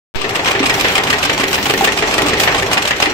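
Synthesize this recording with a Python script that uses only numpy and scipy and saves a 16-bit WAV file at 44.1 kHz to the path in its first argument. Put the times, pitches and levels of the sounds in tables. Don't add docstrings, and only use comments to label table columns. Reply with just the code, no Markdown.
import sys
import numpy as np
from scipy import signal
from scipy.fft import rfft, irfft, next_fast_len
from scipy.io import wavfile
from scipy.ndimage import uniform_filter1d

SR = 44100
rng = np.random.default_rng(int(sys.argv[2]) if len(sys.argv) > 2 else 0)


def makeup_ratio(level_db):
    decades = np.asarray(level_db, float) / 20
    return 10 ** decades


def unload_audio(sound):
    columns = np.transpose(np.atleast_2d(sound))
    steps = np.round(np.clip(columns, -1, 1) * 32767)
    wavfile.write(sys.argv[1], SR, steps.astype(np.int16))


N = 138033
M = next_fast_len(N + 4096)
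HZ = np.maximum(np.arange(M // 2 + 1) * SR / M, 1)
T = np.arange(M) / SR
SPAN = np.arange(int(0.3 * SR)) / SR
SIDES = np.array([[1], [-1]])

# frequency in Hz, level in dB, t60 in s.
DROP_MODES = [(1180, -6.5, 0.091), (2434, 0.5, 0.04), (2764, -3, 0.043), (3070, -6.5, .04),
              (5044, -5.5, 0.045), (8060, -4.5, 0.025)]


def curve(points):
    hz, value = np.array(points).T
    return np.interp(np.log(HZ), np.log(hz), value)


def unit(x):
    return x / np.sqrt(np.mean(x ** 2))


def walk(rate):
    hold = int(SR / rate)
    steps = np.repeat(rng.standard_normal(M // hold + 1), hold)
    return 1.435 * uniform_filter1d(uniform_filter1d(steps, hold), hold)[:M]


def pair(envelope, response):
    # frequency in Hz, share of the sound alike left and right.
    coherence = [(30, .6), (130, 1), (300, 0.97), (700, 1), (1400, 0.16), (3000, 0.09)]
    gain = response / np.sqrt(np.mean(abs(response) ** 2))
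    mid, side = rfft(rng.standard_normal((2, M)) * envelope) * gain
    alike = np.clip(curve(coherence), 0, 1)
    return irfft(mid * np.sqrt((1 + alike) / 2) + side * np.sqrt((1 - alike) / 2) * SIDES, M)


def ring(modes):
    return sum(makeup_ratio(db) / (np.log(1000) / t60 + 2j * np.pi * (HZ - f)) for f, db, t60 in modes)


def band(hz, width):
    return 1 / (1 + 1j * (HZ - hz ** 2 / HZ) / width)


def blows(times, dbs, rise_s, fall_s):
    env = np.zeros(M + len(SPAN))
    shape = np.minimum(SPAN / rise_s, 1) * np.exp(-SPAN / fall_s)
    for s, db in zip(times, dbs):
        i = int((s - rise_s) * SR)
        env[i:i + len(SPAN)] += makeup_ratio(db) * shape
    return env[:M]


def strike(times, dbs, modes, soft_hz, spread=1):
    detune, uneven_db = 0.015, 3
    out = np.zeros(M + len(SPAN))
    hz, mode_db, t60 = np.array(modes).T[:, :, None]
    chance = spread * rng.standard_normal((len(times), 2, len(modes), 1))
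    for s, db, (shift, weight) in zip(times, dbs, chance):
        i = int(s * SR)
        decay = makeup_ratio(db + mode_db + uneven_db * weight - 60 * SPAN / t60)
        tone = np.cos(2 * np.pi * hz * (1 + detune * shift) * SPAN)
        out[i:i + len(SPAN)] += np.sum(decay * tone, axis=0)
    return irfft(rfft(out[:M]) / (1 + 1j * HZ / soft_hz) ** 2, M)


def station(table, modes, strike_db, ring_db, crack_db, treble_db, ring_s, crack_s, treble_s, rise_s, bass=False):
    # frequency in Hz, level in dB per Hz.
    crack_colour = [(200, -12.5), (600, -5.5), (1500, -6), (2800, -1.5), (5000, -12), (8000, -13.5),
                    (9500, -21), (16000, -17.5)]
    rows = np.array(table).T
    times, peak_db, treble = rows[:3]
    mode_db = peak_db + (rows[3] if bass else 0)
    ringing = makeup_ratio(ring_db) * pair(blows(times, mode_db, rise_s, ring_s), ring(modes))
    out = ringing + strike(times, mode_db + strike_db, modes, 4500)
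    rattle = makeup_ratio(3 * walk(400))
    colour = makeup_ratio(curve(crack_colour))
    low = 1 / (1 + (HZ / 4200) ** 4)
    body_env = blows(times, peak_db, rise_s, crack_s) * rattle
    treble_env = blows(times, peak_db + treble, rise_s / 2, treble_s) * rattle
    out = out + makeup_ratio(crack_db) * pair(body_env, colour * np.sqrt(low))
    return out + makeup_ratio(treble_db) * pair(treble_env, colour * np.sqrt(1 - low))


def roar():
    # frequency in Hz, level in dB per Hz.
    roar_colour = [(22, -13.5), (80, -8), (399, -8.5), (2460, -10.5), (7950, -28), (9400, -42.5),
                   (12100, -32), (16000, -41)]
    # frequency in Hz, width in Hz, level in dB.
    frame_modes = [(121.6, 15.6, -41), (297.3, 18, -35.5), (399.4, 38, -33), (543, 8, -55),
                   (675, 55, -46.5), (781.6, 13, -35.5)]
    swell, noise = walk(2.915), 0
    colour = makeup_ratio(curve(roar_colour))
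    for hz in 30 * 2.0 ** np.arange(10):
        octave = np.cos(np.clip(np.log2(HZ / hz), -1, 1) * np.pi / 2) * colour
        flicker = makeup_ratio(2.0 * swell + 2.35 * walk(15))
        noise = noise + np.sqrt(np.mean(octave ** 2)) * pair(flicker, octave)
    frame = sum(pair(makeup_ratio(db + 2.3 * walk(8.32)), band(f, w)) for f, w, db in frame_modes)
    return makeup_ratio(-20) * unit(noise) + frame


def punch_pull():
    # time in s, peak in dB, relative treble in dB, relative bass in dB.
    pulls = [(0.157, -17, 3.5, -20), (0.475, -6, -4.5, -7), (0.6384, -13, -6, -0.5), (0.779, -23, 9, 5.5),
             (0.9194, -21, 6.5, -1), (1.072, -10.5, -2, -17), (1.2295, -8, 0, -16),
             (1.3784, -11.5, 3.5, -3), (1.5098, -14, 0.5, -11), (1.6574, -9.5, 0, -5),
             (1.8094, -12, 2, -0.5), (1.9684, -20.5, 8, 0), (2.1121, -18, 3, -7), (2.2625, -14.5, 2.5, -7),
             (2.3991, -7.5, 4.5, -31), (2.5466, -10.5, -3.5, -2.5), (2.7145, -11.5, -1, -12),
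             (2.853, -10, -2, -27), (3.0017, -11.5, -2, -3.5)]
    # frequency in Hz, level in dB, t60 in s.
    pull_modes = [(783, 0.5, 0.21), (833, 6.5, 0.066), (1077, -5.5, 0.39)]
    return station(pulls, pull_modes, strike_db=-10, ring_db=0, crack_db=-2.5, treble_db=-7.0,
                   ring_s=0.0092, crack_s=0.017, treble_s=0.02, rise_s=0.0024, bass=True)


def loose_ticks():
    # time in s, peak in dB, relative treble in dB.
    ticks = [(.182, -16, -10), (.4463, -11, 1.5), (.6294, -8.5, -10), (.7035, -11, -14), (.8095, -9, 8.5),
             (1.9758, -11.5, -4), (2.1265, -12, -2.5), (2.1878, -12, -0.5), (2.339, -13, -3),
             (2.415, -10.5, -4), (1.411, -14.5, -4), (1.53, -10.5, 8), (2.778, -8.5, -2)]
    return station(ticks, DROP_MODES, strike_db=-5, ring_db=-5, crack_db=-0.69, treble_db=-6.5,
                   ring_s=0.0049, crack_s=0.0066, treble_s=0.0044, rise_s=0.001)


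def punch_drop():
    # time in s, peak in dB, relative treble in dB.
    drops = [(0.2166, -10.5, -1.5), (0.3543, -7, -4), (0.5112, -9.5, -0.5), (0.6595, -6, 0),
             (0.7975, -12, 1.5), (0.9561, -6.5, -5.5), (1.1025, -7, -1.5), (1.2518, -9.5, -2.5),
             (1.4015, -8.5, -2.5), (1.5449, -8, 1), (1.6984, -7.5, -3.5), (1.845, -7, 1.5),
             (1.9878, -9, -2), (2.142, -10.5, 1), (2.2855, -12, 3.5), (2.436, -10.5, 1.5),
             (2.582, -9.5, -1.5), (2.7335, -10.5, 3.5), (2.8779, -10.5, 3.5), (3.0255, -4.5, -6)]
    return station(drops, DROP_MODES, strike_db=-6, ring_db=0.28, crack_db=-1.7, treble_db=-2.5,
                   ring_s=0.0075, crack_s=0.016, treble_s=0.011, rise_s=0.0063)


def roller_press():
    # time in s, peak in dB, relative treble in dB, relative bass in dB.
    presses = [(0.2432, -11.5, 0, -9.5), (0.394, -13, -8, -5.5), (0.552, -9, -12, -9.5),
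               (0.6968, -7, 5, -12), (0.846, -6, -4.5, -20.5), (0.98, -8.5, 1.5, -18.5),
               (1.1291, -6, 1, -19), (1.2965, -8, -0.5, -14), (1.4355, -8.5, -0.5, -13.5),
               (1.5801, -11, -2, -15), (1.738, -10, -2, -11.5), (1.8748, -6.5, 1, -13),
               (2.0251, -10, -4.5, -8), (2.181, -8.5, 5, -9), (2.333, -13.5, 2.5, -7),
               (2.4757, -7.5, -13, -12), (2.6245, -14, 6, -6.5), (2.773, -10, -9.5, -29),
               (2.9091, -8, -3, -34), (3.0586, -9.5, -2.5, -14.5)]
    # frequency in Hz, level in dB, t60 in s.
    high_modes = [(1788, -1.5, 0.06), (1901, 1.5, 0.094), (2038, -4, 0.07), (2295, -6, 0.11),
                  (2640, -2.5, 0.044), (4120, -12.5, 0.02)]
    low_modes = [(388, -1.5, 0.3), (435.2, -3.5, 0.12), (545, -4.5, 0.11), (658, -1, 0.1), (782, -11, 0.25),
                 (870.6, -6.5, 0.36)]
    high = station(presses, high_modes, strike_db=-10, ring_db=-1, crack_db=-4.5, treble_db=-9.5,
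                   ring_s=0.01, crack_s=0.014, treble_s=0.008, rise_s=0.0025)
    low = station(presses, low_modes, strike_db=-0.54, ring_db=0, crack_db=-12.5, treble_db=-22.5,
                  ring_s=0.026, crack_s=0.033, treble_s=0.0081, rise_s=0.0023, bass=True)
    return high + low


def frame_knocks():
    # time in s, peak in dB, pitch in Hz.
    knocks = [(0.848, -13, 412), (.986, -14.5, 429), (1.131, -18, 423), (1.298, -15, 464),
              (1.435, -16, 388), (1.674, -18.5, 293), (1.702, -11.5, 416), (1.738, -16, 387),
              (1.823, -13.5, 382), (1.876, -11.5, 400), (2.029, -16.5, 390), (2.332, -17, 394),
              (.26, -16, 403), (1.095, -19, 268)]
    return sum(strike([s], [db], [(f, 0, 0.12), (1.09 * f, -5, 0.09)], 990, spread=0) for s, db, f in knocks)


def tablet_eject():
    # time in s, peak in dB, relative treble in dB.
    ejects = [(0.2933, -16, 1), (0.4592, -9, -6), (0.593, -13, -8), (0.7405, -13.5, -1),
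              (0.8842, -14, -0.5), (1.036, -14.5, 1), (1.185, -16, 3), (1.331, -13, 2), (1.479, -16, 4.5),
              (1.6284, -13, 3.5), (1.776, -11, 0.5), (1.922, -13.5, 0.5), (2.0753, -13.5, 1.5),
              (2.2199, -16, 3.5), (2.3717, -13, -15), (2.517, -15.5, -3), (2.6618, -16.5, 0),
              (2.822, -16.5, 2.5), (2.962, -20, 2.5), (3.098, -15.5, -2)]
    # frequency in Hz, level in dB, t60 in s.
    eject_modes = [(2140, -5, 0.08), (3315, -4, 0.022), (4170, -5, 0.053), (5700, -4, 0.041),
                   (6770, -12.5, 0.014)]
    return station(ejects, eject_modes, strike_db=-23, ring_db=-4.5, crack_db=-3.5, treble_db=-5,
                   ring_s=0.012, crack_s=0.02, treble_s=0.015, rise_s=0.0026)


def neighbour():
    # time in s, peak in dB, pitch in Hz.
    thumps = [
        (0.604, -12, 270.8),
        (1.397, -20, 271),
        (2.231, -15, 291.3),
        (3.07, -18, 318),
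    ]
    out = 0
    for s, db, f in thumps:
        modes = [(f, 0, 0.25), (1.11 * f, -4, 0.2), (1.4 * f, -3, 0.2)]
        out = out + strike([s], [db + 2.5], modes, 470, spread=0)
    return out


def air():
    # start in s, length in s, level in dB.
    puffs = [
        (0.722, .245, -30),
        (1.467, .405, -29),
        (2.386, 0.11, -27),
    ]
    # frequency in Hz, width in Hz, level in dB.
    hiss_bands = [(11700, 1600, -0.5), (15180, 1000, 5.5)]
    env = sum(makeup_ratio(db) * np.clip(np.minimum((T - s) / 0.0053, (s + d - T) / 0.016), 0, 1) for s, d, db in puffs)
    return pair(env * makeup_ratio(0.68 * walk(30.1)), sum(makeup_ratio(db) * band(f, w) ** 2 for f, w, db in hiss_bands))


def hall(spectrum):
    t60_s, level_db, delay_s = 0.45, -8.5, 0.008
    tail = rng.standard_normal((2, M)) * makeup_ratio(-60 * T / t60_s) * (T > delay_s)
    return spectrum * rfft(tail) / np.sqrt(np.sum(tail[0] ** 2)) * makeup_ratio(level_db) / (1 + 1j * HZ / 4000)


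def scene():
    # frequency in Hz, left minus right in dB.
    port_balance = [(30, -3.5), (250, 0.1), (500, -2.5), (1800, 1.5), (4000, -4), (8000, -6.5),
                    (12000, -1.5)]
    lead_s = 0.00018
    steady = roar()
    hits = punch_pull() + loose_ticks() + punch_drop() + roller_press() + frame_knocks() + tablet_eject()
    hits = hits + neighbour()
    ports = makeup_ratio(SIDES * curve(port_balance) / 2) * np.exp(SIDES * 1j * np.pi * HZ * lead_s)
    return irfft((rfft(hits + air() + steady) + hall(rfft(hits))) * ports, M)[:, :N]


def starve(x):
    # frequency in Hz, step in dB against the nearby level.
    coarse_steps = [(1200, -14), (4000, -6), (8000, -3), (8700, 6), (14500, 7), (15100, 13), (15600, 15)]
    n, patch_bins, top_hz = 1024, 24, 15700
    k = np.arange(n) + 0.5
    window = signal.windows.kaiser_bessel_derived(2 * n, 4 * np.pi)[:, None]
    phase = np.pi / n * (np.arange(2 * n)[:, None] + 0.5 + n / 2) * k
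    basis = window * np.sqrt(2 / n) * np.cos(phase)
    blocks = np.pad([x[0] + x[1], x[0] - x[1]], ((0, 0), (n, 2 * n - N % n))).reshape(2, -1, n)
    lines = np.concatenate([blocks[:, :-1], blocks[:, 1:]], axis=2) @ basis
    hz = k * SR / 2 / n
    near = np.sqrt(uniform_filter1d(np.mean(lines ** 2, axis=0), 180, axis=1)) + 1e-9
    near = near ** 0.6 * np.median(near, axis=0) ** 0.4
    chance = rng.standard_normal((lines.shape[1], n // patch_bins + 1))
    chance = np.repeat(chance, patch_bins, axis=1)[:, :n]
    step = near * makeup_ratio(np.interp(hz, *np.array(coarse_steps).T) + 4 * chance)
    rounded = np.sign(lines) * np.floor(abs(lines) / step + 0.4) * step
    kept = np.where(hz < coarse_steps[0][0], lines, rounded) * (hz < top_hz)
    out = kept @ basis.T
    mid, side = (out[:, :-1, n:] + out[:, 1:, :n]).reshape(2, -1)[:, :N] / 2
    return np.array([mid + side, mid - side])


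def low_pass(x):
    return signal.sosfilt(signal.butter(12, 16760, fs=SR, output="sos"), x)


def record(dry):
    # time in s, gain in dB.
    gain_curve = [(.147, 0), (.2, -2), (.3, 2), (.45, 1.5), (1.5, 0.5), (3.13, 1.5)]
    # time in s, extra gain of the right side in dB.
    right_trail = [(.16, -12.5), (.25, -4.5), (.45, -2), (.7, -1)]
    wake_s = np.array([[0.1465], [0.1587]])
    step_db, step_tau_s = [[-26], [-14.5]], [[0.014], [0.06]]
    tick_db, tick_s, tick_rise_s = -20.5, 0.1408, 0.0006
    t = T[:N]
    late = np.array([0 * t, np.interp(t, *np.array(right_trail).T)])
    x = np.tanh(dry * makeup_ratio(np.interp(t, *np.array(gain_curve).T) + late)) * (t > wake_s)
    awake = np.maximum(t - wake_s, 0)
    first_stair = makeup_ratio(-6) * (awake < 0.007)
    sag = makeup_ratio(step_db) * (np.exp(-awake / step_tau_s) + first_stair)
    x = np.where(awake > 0, starve(uniform_filter1d(x, size=2)) - sag, 0)
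    x[0] += makeup_ratio(tick_db) * np.clip(1 + (t - tick_s) / tick_rise_s, 0, 1) * (t < tick_s)
    return low_pass(x)


dry = scene()
out = record(dry)
unload_audio(out)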